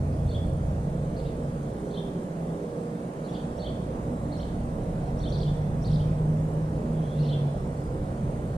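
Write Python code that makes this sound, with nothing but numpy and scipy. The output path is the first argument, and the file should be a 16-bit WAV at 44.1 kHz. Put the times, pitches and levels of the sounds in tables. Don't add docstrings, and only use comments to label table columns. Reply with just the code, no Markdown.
import sys
import numpy as np
from scipy import signal
from scipy.fft import rfft, irfft
from scipy.io import wavfile
from scipy.ndimage import uniform_filter1d

SR = 44100
rng = np.random.default_rng(int(sys.argv[2]) if len(sys.argv) > 2 else 0)


def waveform_to_disk(signal):
    frames = np.transpose(np.atleast_2d(signal))
    scaled = np.clip(frames, -1, 1) * 32767
    samples = np.round(scaled).astype(np.int16)
    wavfile.write(sys.argv[1], SR, samples)


N = 377923
TIME = np.arange(N) / SR


def amp(db):
    return 10 ** (np.asarray(db) / 20)


def evened(x):
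    return x / np.sqrt(np.mean(x ** 2) + 1e-20)


def read(points, hz):
    f, value = np.transpose(points)
    return np.interp(np.log(hz + 1), np.log(f), value)


def curve(rows, t=TIME):
    s, *columns = np.transpose(rows)
    return [np.interp(t, np.sort(s), c) for c in columns]


def drift(rate_hz):
    hz = np.fft.rfftfreq(N, 1 / SR)
    return evened(irfft(rfft(rng.standard_normal(N)) * np.exp(-(hz / rate_hz) ** 2), N))


def tone(hz):
    return np.sqrt(2) * np.sin(2 * np.pi * (np.cumsum(hz) / SR + rng.random()))


def glide(start_s, length_s, hz0, hz1):
    u = np.clip((TIME - start_s) / length_s, 0, 1)
    return hz0 + (hz1 - hz0) * u, np.sqrt(4 * u * (1 - u))


def pan(x, lean_db):
    return x * amp(np.array([[lean_db], [-lean_db]]) / 2)


def scatter(delay_s, t60_s):
    t = np.arange(SR) / SR
    echoes_per_s = 2500
    hits = rng.random((2, SR)) < echoes_per_s / SR
    taps = rng.standard_normal((2, SR)) * hits * amp(-60 * t / t60_s) * (t > delay_s)
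    return taps / np.linalg.norm(taps, axis=1, keepdims=True)


def add(mix, s, sound):
    part = mix[:, round(s * SR):][:, :sound.shape[1]]
    part += sound[:, :part.shape[1]]


# (frequency [Hz], left-right likeness [-1 to 1])
LIKENESS = [(60, 1), (150, 0.98), (300, 0.97), (600, 0.89), (800, -0.064), (1100, -0.56), (1600, -0.32),
            (2400, -0.17), (3200, 0.53), (6000, -0.11), (14000, -0.061)]
# (frequency [Hz], left minus right [dB])
LEAN = [(60, -0.5), (150, -0.5), (280, -2), (420, -3), (560, -7), (700, -12.5), (900, -5.5), (1300, -1.5),
        (2300, 0), (5500, 1.5), (9500, -2), (14000, 0)]
# (frequency [Hz], share a quarter cycle ahead on the left)
LEAD = [(450, 0), (900, 0.26), (2000, 0.56), (3500, 0)]


def air_noise(spectrum, patchy_db):
    hz = np.fft.rfftfreq(4096, 1 / SR)
    a, b, c, d, patches = rng.standard_normal((5, N // 1024 + 5, len(hz)))
    patches = uniform_filter1d(patches, size=5, axis=0)
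    patches = evened(uniform_filter1d(patches, size=24, axis=1))
    same = np.clip(read(LIKENESS, hz), -.999, .999)
    lean = amp(read(LEAN, hz) / 2)
    left = a + 1j * b
    shared = same - 1j * read(LEAD, hz)
    own = np.sqrt(np.maximum(1 - abs(shared) ** 2, 0))
    right = shared * left + own * (c + 1j * d)
    centre = np.sqrt(lean ** 2 + lean ** -2 + 2 * same)
    colour = amp(read(spectrum, hz) + patchy_db * patches)
    z = np.array([left * lean, right / lean]) / centre * colour
    x = signal.istft(z.transpose(0, 2, 1), nperseg=4096, noverlap=3072)[1][:, :N]
    return x / x.mean(0).std()


# (frequency [Hz], relative level [dB per Hz])
HISS = [(100, -10), (2000, 3), (3400, 3.5), (5000, -0.5), (7700, 0), (8100, -0.5), (10000, -2), (11500, -8),
        (13000, -11.5), (14500, -20)]


def camera_hiss(level_db=-61.5):
    return amp(level_db) * air_noise(HISS, patchy_db=2.0)


def camera_whine(whine_hz=8545, level_db=-77.0, lean_db=-21.0):
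    frame_hz, width_hz = 59.94, 70
    line_hz, line_share = 8631, .34
    hz = np.fft.rfftfreq(N, 1 / SR)
    resonance = 1 / (1 + ((hz - whine_hz) / width_hz) ** 2)
    band = evened(irfft(rfft(rng.standard_normal(N)) * resonance, N))
    turn = 2 * np.pi * frame_hz * TIME
    beat = 1 + .6 * np.cos(turn) + .3 * np.cos(turn / 2) + .15 * np.cos(3 * turn)
    whine = evened(band * beat) + line_share * tone(np.full(N, line_hz))
    return pan(amp(level_db) * whine, lean_db)


# (frequency [Hz], relative level [dB per Hz])
ROAR = [(60, -36), (150, -4), (250, -0.5), (340, -1.5), (420, -0.5), (520, -0.5), (620, -2.5), (730, -11),
        (950, -20), (1250, -24.5), (1800, -31), (2600, -40.5), (5000, -55), (15000, -72)]


def roar(level_db=-38):
    return amp(level_db) * air_noise(ROAR, patchy_db=1.4)


# (time [s], level [dB])
TYRES_DB = [(0, -54), (1.3, -53.5), (2.5, -52), (4, -50), (6.2, -49.5), (8.57, -50)]
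# (frequency [Hz], relative level [dB per Hz])
TYRES = [(300, -40), (600, 1), (750, 0.5), (950, -3.5), (1300, -14), (2000, -20), (3000, -34), (8000, -65)]


def tyres():
    return air_noise(TYRES, patchy_db=1.14) * amp(curve(TYRES_DB)[0])


# (time of the peak [s], length [s], centre [Hz], peak level [dB])
SURGES = [(.35, .15, 600, -44), (3.91, .11, 530, -40.5), (4.3, .8, 260, -42), (5.07, .08, 700, -44),
          (6, .7, 112, -37), (7.26, .36, 520, -42.5)]
# (multiple of its centre, relative level [dB per Hz])
SURGE = [(.5, -49), (.75, -1), (1, 9), (1.35, -18), (3.3, -60)]


def surges():
    out = np.zeros((2, N))
    for s, length, centre_hz, db in SURGES:
        spectrum = [(k * centre_hz, d) for k, d in SURGE]
        swell = np.exp(-((TIME - s) / (length / 2)) ** 2)
        out += amp(db) * swell * air_noise(spectrum, patchy_db=0)
    return out


# (time [s], level [dB])
RUMBLE_DB = [(0, -35.5), (0.3, -28), (1.1, -33.5), (2, -42), (3.05, -50.5), (3.6, -39), (4.5, -34),
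             (5.9, -31), (7.45, -37), (7.95, -31), (8.57, -33.5)]
# (frequency [Hz], relative level [dB per Hz])
RUMBLE = [(12, -11), (25, -5), (40, -4.5), (58, 1), (75, -3.5), (100, -4.5), (130, 0), (200, -12),
          (400, -63), (1500, -110)]
# (frequency [Hz], level relative to the rumble [dB])
RUMBLE_HUMS = [(58.5, -6), (100, -8)]


def rumble(trim_db=-2.0, hum_wander=0.012):
    sound = air_noise(RUMBLE, patchy_db=0.0)
    for hz, db in RUMBLE_HUMS:
        gain = amp(db + 2 * drift(5.3))
        sound += pan(gain * tone(hz * (1 + hum_wander * drift(7.3))), read(LEAN, hz))
    return sound * amp(curve(RUMBLE_DB)[0] + trim_db)


# (start [s], end [s], start [Hz], end [Hz], level [dB])
DRONES = [(-0.5, 0.904, 87, 84.1, -30), (-1.5, 1.884, 148, 140.5, -32.5), (0.05, 1.87, 170, 167.2, -39),
          (1.63, 2.25, 450, 370, -43), (2.5, 2.76, 405, 402, -42.5), (1.5, 3.2, 169.2, 164, -36.5),
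          (2.5, 3.06, 473, 477, -41.5), (2, 2.9, 580, 505, -53), (4.5, 5.8, 33, 36, -37.5),
          (5.5, 6.5, 37.2, 25.3, -41)]


def drones(trim_db=-1):
    out = np.zeros((2, N))
    for start, end, hz0, hz1, db in DRONES:
        hz, swell = glide(start, end - start, hz0, hz1)
        swell = swell * amp(db + trim_db + 1.5 * drift(4))
        out += pan(swell * tone(hz * (1 + .003 * drift(5))), read(LEAN, hz0))
    return out


# (time [s], level [dB])
EXHAUST_DB = [(4.75, -54.5), (5.1, -35.5), (5.45, -28), (5.83, -36.5), (5.9, -25), (6.14, -27.5),
              (6.19, -34), (6.26, -27), (6.55, -30.5), (6.78, -34), (7.03, -32), (7.12, -44.5),
              (7.175, -25), (7.27, -24), (7.55, -31.5), (7.8, -40.5), (8.0, -37), (8.57, -48)]


def exhaust(wander=0.0036, flutter_db=1.5, approach_db_per_s=55):
    ease_s, top_hz, climb_hz_per_s = 6.94, 158.6, 7.2
    coast_hz, settle_s = 125.2, .8
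    since = TIME - ease_s
    pull_hz = top_hz + climb_hz_per_s * since
    sink_hz = coast_hz + (top_hz - coast_hz) * np.exp(-abs(since) / settle_s)
    hz = np.where(since < 0, pull_hz, sink_hz)
    db = curve(EXHAUST_DB)[0] - approach_db_per_s * np.maximum(EXHAUST_DB[0][0] - TIME, 0)
    gain = amp(db + flutter_db * drift(14.0))
    return pan(gain * tone(hz * (1 + wander * drift(28.0))), -0.8)


# (frequency [Hz], relative level [dB per Hz])
BOOM = [(60, -49), (105, -14), (130, -0.5), (155, 7), (185, 3), (220, 0), (280, -17), (500, -56),
        (1500, -110)]


def boom(level_db=-36, with_rumble=0.097, with_exhaust=0.1):
    rumble_db, note_db = curve(RUMBLE_DB)[0], curve(EXHAUST_DB)[0]
    swing_db = with_rumble * (rumble_db - rumble_db.mean())
    swing_db += with_exhaust * (note_db - note_db.mean())
    return air_noise(BOOM, patchy_db=1.0) * amp(level_db + swing_db)


# (multiple of the firing rate, level [dB])
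IDLE_ORDERS = [(2, -55.5), (3, -48), (4, -44.8), (5, -48.5), (6, -57.5), (8, -52), (9, -58)]


def idle(firing_hz=59.44, wander=0.00402, flutter_db=3.0):
    speed = firing_hz * (1 + wander * drift(2.78))
    out = np.zeros((2, N))
    for k, db in IDLE_ORDERS:
        gain = amp(db + flutter_db * drift(5.8))
        out += pan(gain * tone(round(k) * speed), read(LEAN, k * firing_hz))
    return out


# (time [s], length [s], start [Hz], end [Hz], level [dB])
WHISTLES = [(6.02, .16, 2380, 2520, -67), (6.975, .03, 3130, 3310, -65), (7.017, 0.068, 3140, 3410, -61.5),
            (7.072, 0.13, 3390, 3500, -59), (7.152, .093, 2730, 2790, -63)]


def far_birds(lean_db=-1.0):
    out = np.zeros(N)
    quiver = 1 + .042 * drift(350)
    for s, length, start_hz, end_hz, db in WHISTLES:
        hz, swell = glide(s, length, start_hz, end_hz)
        out += amp(db) * swell * tone(hz * quiver)
    return pan(out, lean_db)


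# (time into the note [s], pitch before the call's factor [Hz], level relative to the call [dB])
CHEEP = [(0, 3080, -10), (.006, 3550, -12), (.013, 4330, -11.5), (.03, 4430, -9), (.035, 3600, -9.5),
         (.042, 3430, -1), (.048, 4450, -6.5), (.053, 3900, -6), (.058, 3050, -10), (.068, 3080, -8),
         (.077, 3330, 2.5), (.084, 3580, -1), (.089, 3180, -1.5), (.096, 2800, -11)]
CHURP = [(0, 2890, -19), (.009, 3444, -8), (.014, 4200, 0.5), (.019, 4440, -1), (.037, 4390, -6),
         (.045, 4050, -0.5), (.052, 3150, -6)]
SWEEP = [(0, 2920, -4), (.007, 3514, 2), (.015, 4400, -2), (.021, 4754, 2), (.032, 4720, -5.5),
         (.038, 3340, 5.5), (.043, 3050, -9)]
PIP = [(0, 3020, -6), (.008, 3130, -3.5), (.018, 3544, 2), (.025, 3800, -4.5), (.034, 3140, -3)]
BUZZ = [(0, 5100, -7), (.012, 5390, -8.5), (.02, 5650, -4.5), (.026, 5870, -7)]
# (time [s], note, pitch factor, level [dB], strain [0 has no trill or rasp],
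# left minus right [dB], share of the energy scattered by leaves)
CHIRPS = [(.273, CHEEP, 1.005, -47.5, .15, 3, .45), (1.153, CHURP, 1, -55, .6, 6, .4),
          (1.213, BUZZ, 0.84, -58, 0.98, 4, .6), (1.24, PIP, 1, -56, 0.64, 0, .4),
          (1.254, SWEEP, 0.86, -59.5, 0.7, 2, 0.32), (1.9, CHEEP, 1.005, -46.5, 0.12, 3, .5),
          (3.227, CHURP, .95, -58.5, 0.78, 5, 0.48), (3.268, PIP, 0.95, -57, 0.62, -3, 0.84),
          (3.29, BUZZ, 1, -58, 0.69, 7, 0.66), (3.316, SWEEP, 0.97, -57, 0.52, 8, 0.7),
          (3.335, PIP, 0.98, -53.5, 0.43, 1, .6), (3.378, PIP, 0.95, -56.5, 0.48, 0, 0.54),
          (3.563, BUZZ, 1.03, -57.5, .7, 13, 0.27), (3.584, CHEEP, 1, -43.5, .18, 3, .3),
          (4.307, CHURP, 0.96, -52.5, 0.59, 6, 0.39), (4.368, BUZZ, 0.99, -55, .4, 14, .35),
          (4.394, SWEEP, .93, -52, 0.28, 2, 0.27), (4.463, PIP, 0.99, -59.5, .3, -1, .4),
          (5.174, BUZZ, 1.02, -59, 0.53, 17, 0.36), (5.199, CHEEP, 1.01, -44, .15, 4, .1),
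          (5.284, BUZZ, 1.04, -53, .7, 16, 0.14), (5.312, CHURP, 1.02, -45, .6, 7, 0.11),
          (5.372, BUZZ, 1, -52, .9, 11, .4), (5.396, SWEEP, 0.97, -49.5, .45, 2, .15),
          (5.464, PIP, 0.99, -49, .35, 0, .12), (5.812, BUZZ, 1, -56.5, .7, 14, .3),
          (5.837, CHURP, 1.01, -48, 0.58, 6, .15), (5.89, PIP, .98, -55, 0.37, 2, .5),
          (5.9, BUZZ, .95, -54, .7, 11, 0.45), (5.924, SWEEP, 1.03, -51.5, 0.35, 5, .12),
          (5.995, PIP, .95, -53, .4, -2, 0.37), (7.178, CHURP, .985, -54, 0.53, 9, 0.64),
          (7.225, BUZZ, 0.94, -55, 1.4, 12, 0.52), (7.228, SWEEP, 0.87, -55, 0.84, 4, .7),
          (7.25, CHEEP, 0.98, -44, .4, 2, .25), (7.252, BUZZ, .95, -59, 1.1, 7, .6)]


def sparrows(flutter_db=2.0, rasp_hz=230, leaves_t60_s=0.12):
    trill_hz, trill_swing_hz, trill_depth = 371.4, 280, 0.56
    edge_s = .002
    out = np.zeros((2, N))
    trill = tone(trill_hz * (1 + 0.0986 * drift(38.2))) / np.sqrt(2)
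    shake_hz = trill_swing_hz * trill + rasp_hz * drift(500)
    quiver = 1 + .014 * drift(250)
    flutter = amp(flutter_db * drift(90))
    for s, note, pitch, db, strain, lean_db, hidden in CHIRPS:
        t = np.arange(0, note[-1][0], 1 / SR)
        hz, note_db = curve(note, t)
        at = round(s * SR) + np.arange(len(t))
        edges = np.minimum(np.minimum(t, t[-1] - t) / edge_s, 1)
        whistle = tone(hz * pitch * quiver[at] + strain * shake_hz[at])
        voice = evened(whistle * (1 + min(trill_depth * strain, 1) * trill[at]))
        voice = edges * amp(db + note_db) * flutter[at] * voice
        hidden = np.clip(hidden, 0, 1)
        leaves = np.sqrt(hidden) * scatter(.001, leaves_t60_s)[0, :SR // 10]
        leaves[0] = np.sqrt(1 - hidden)
        add(out, s, pan(signal.fftconvolve(voice, leaves), lean_db))
    return out


def lot(x, wall_db=-13, wall_s=.022, cars_db=-6.0, trees_db=-7.0):
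    direct_db = -2
    cars = scatter(delay_s=.01, t60_s=.3)
    trees = scatter(delay_s=.035, t60_s=.7)
    response = amp(cars_db) * cars + amp(trees_db) * trees
    response[:, 0] += amp(direct_db)
    response[:, round(wall_s * SR)] += amp(wall_db)
    return signal.fftconvolve(x, response, axes=1)[:, :N]


def scene():
    camera = camera_hiss() + camera_whine()
    traffic = roar() + tyres() + surges() + rumble() + boom()
    engines = drones() + exhaust() + idle()
    birds = lot(far_birds() + sparrows())
    return camera + traffic + engines + birds


def record(dry):
    edge_hz, fade_s = 14800, .004
    fade = np.minimum(np.minimum(TIME, TIME[-1] - TIME) / fade_s, 1)
    lowpass = signal.firwin(511, edge_hz, window=("kaiser", 9), fs=SR)
    return signal.oaconvolve(dry * fade, lowpass[None], "same")


dry = scene()
out = record(dry)
waveform_to_disk(out)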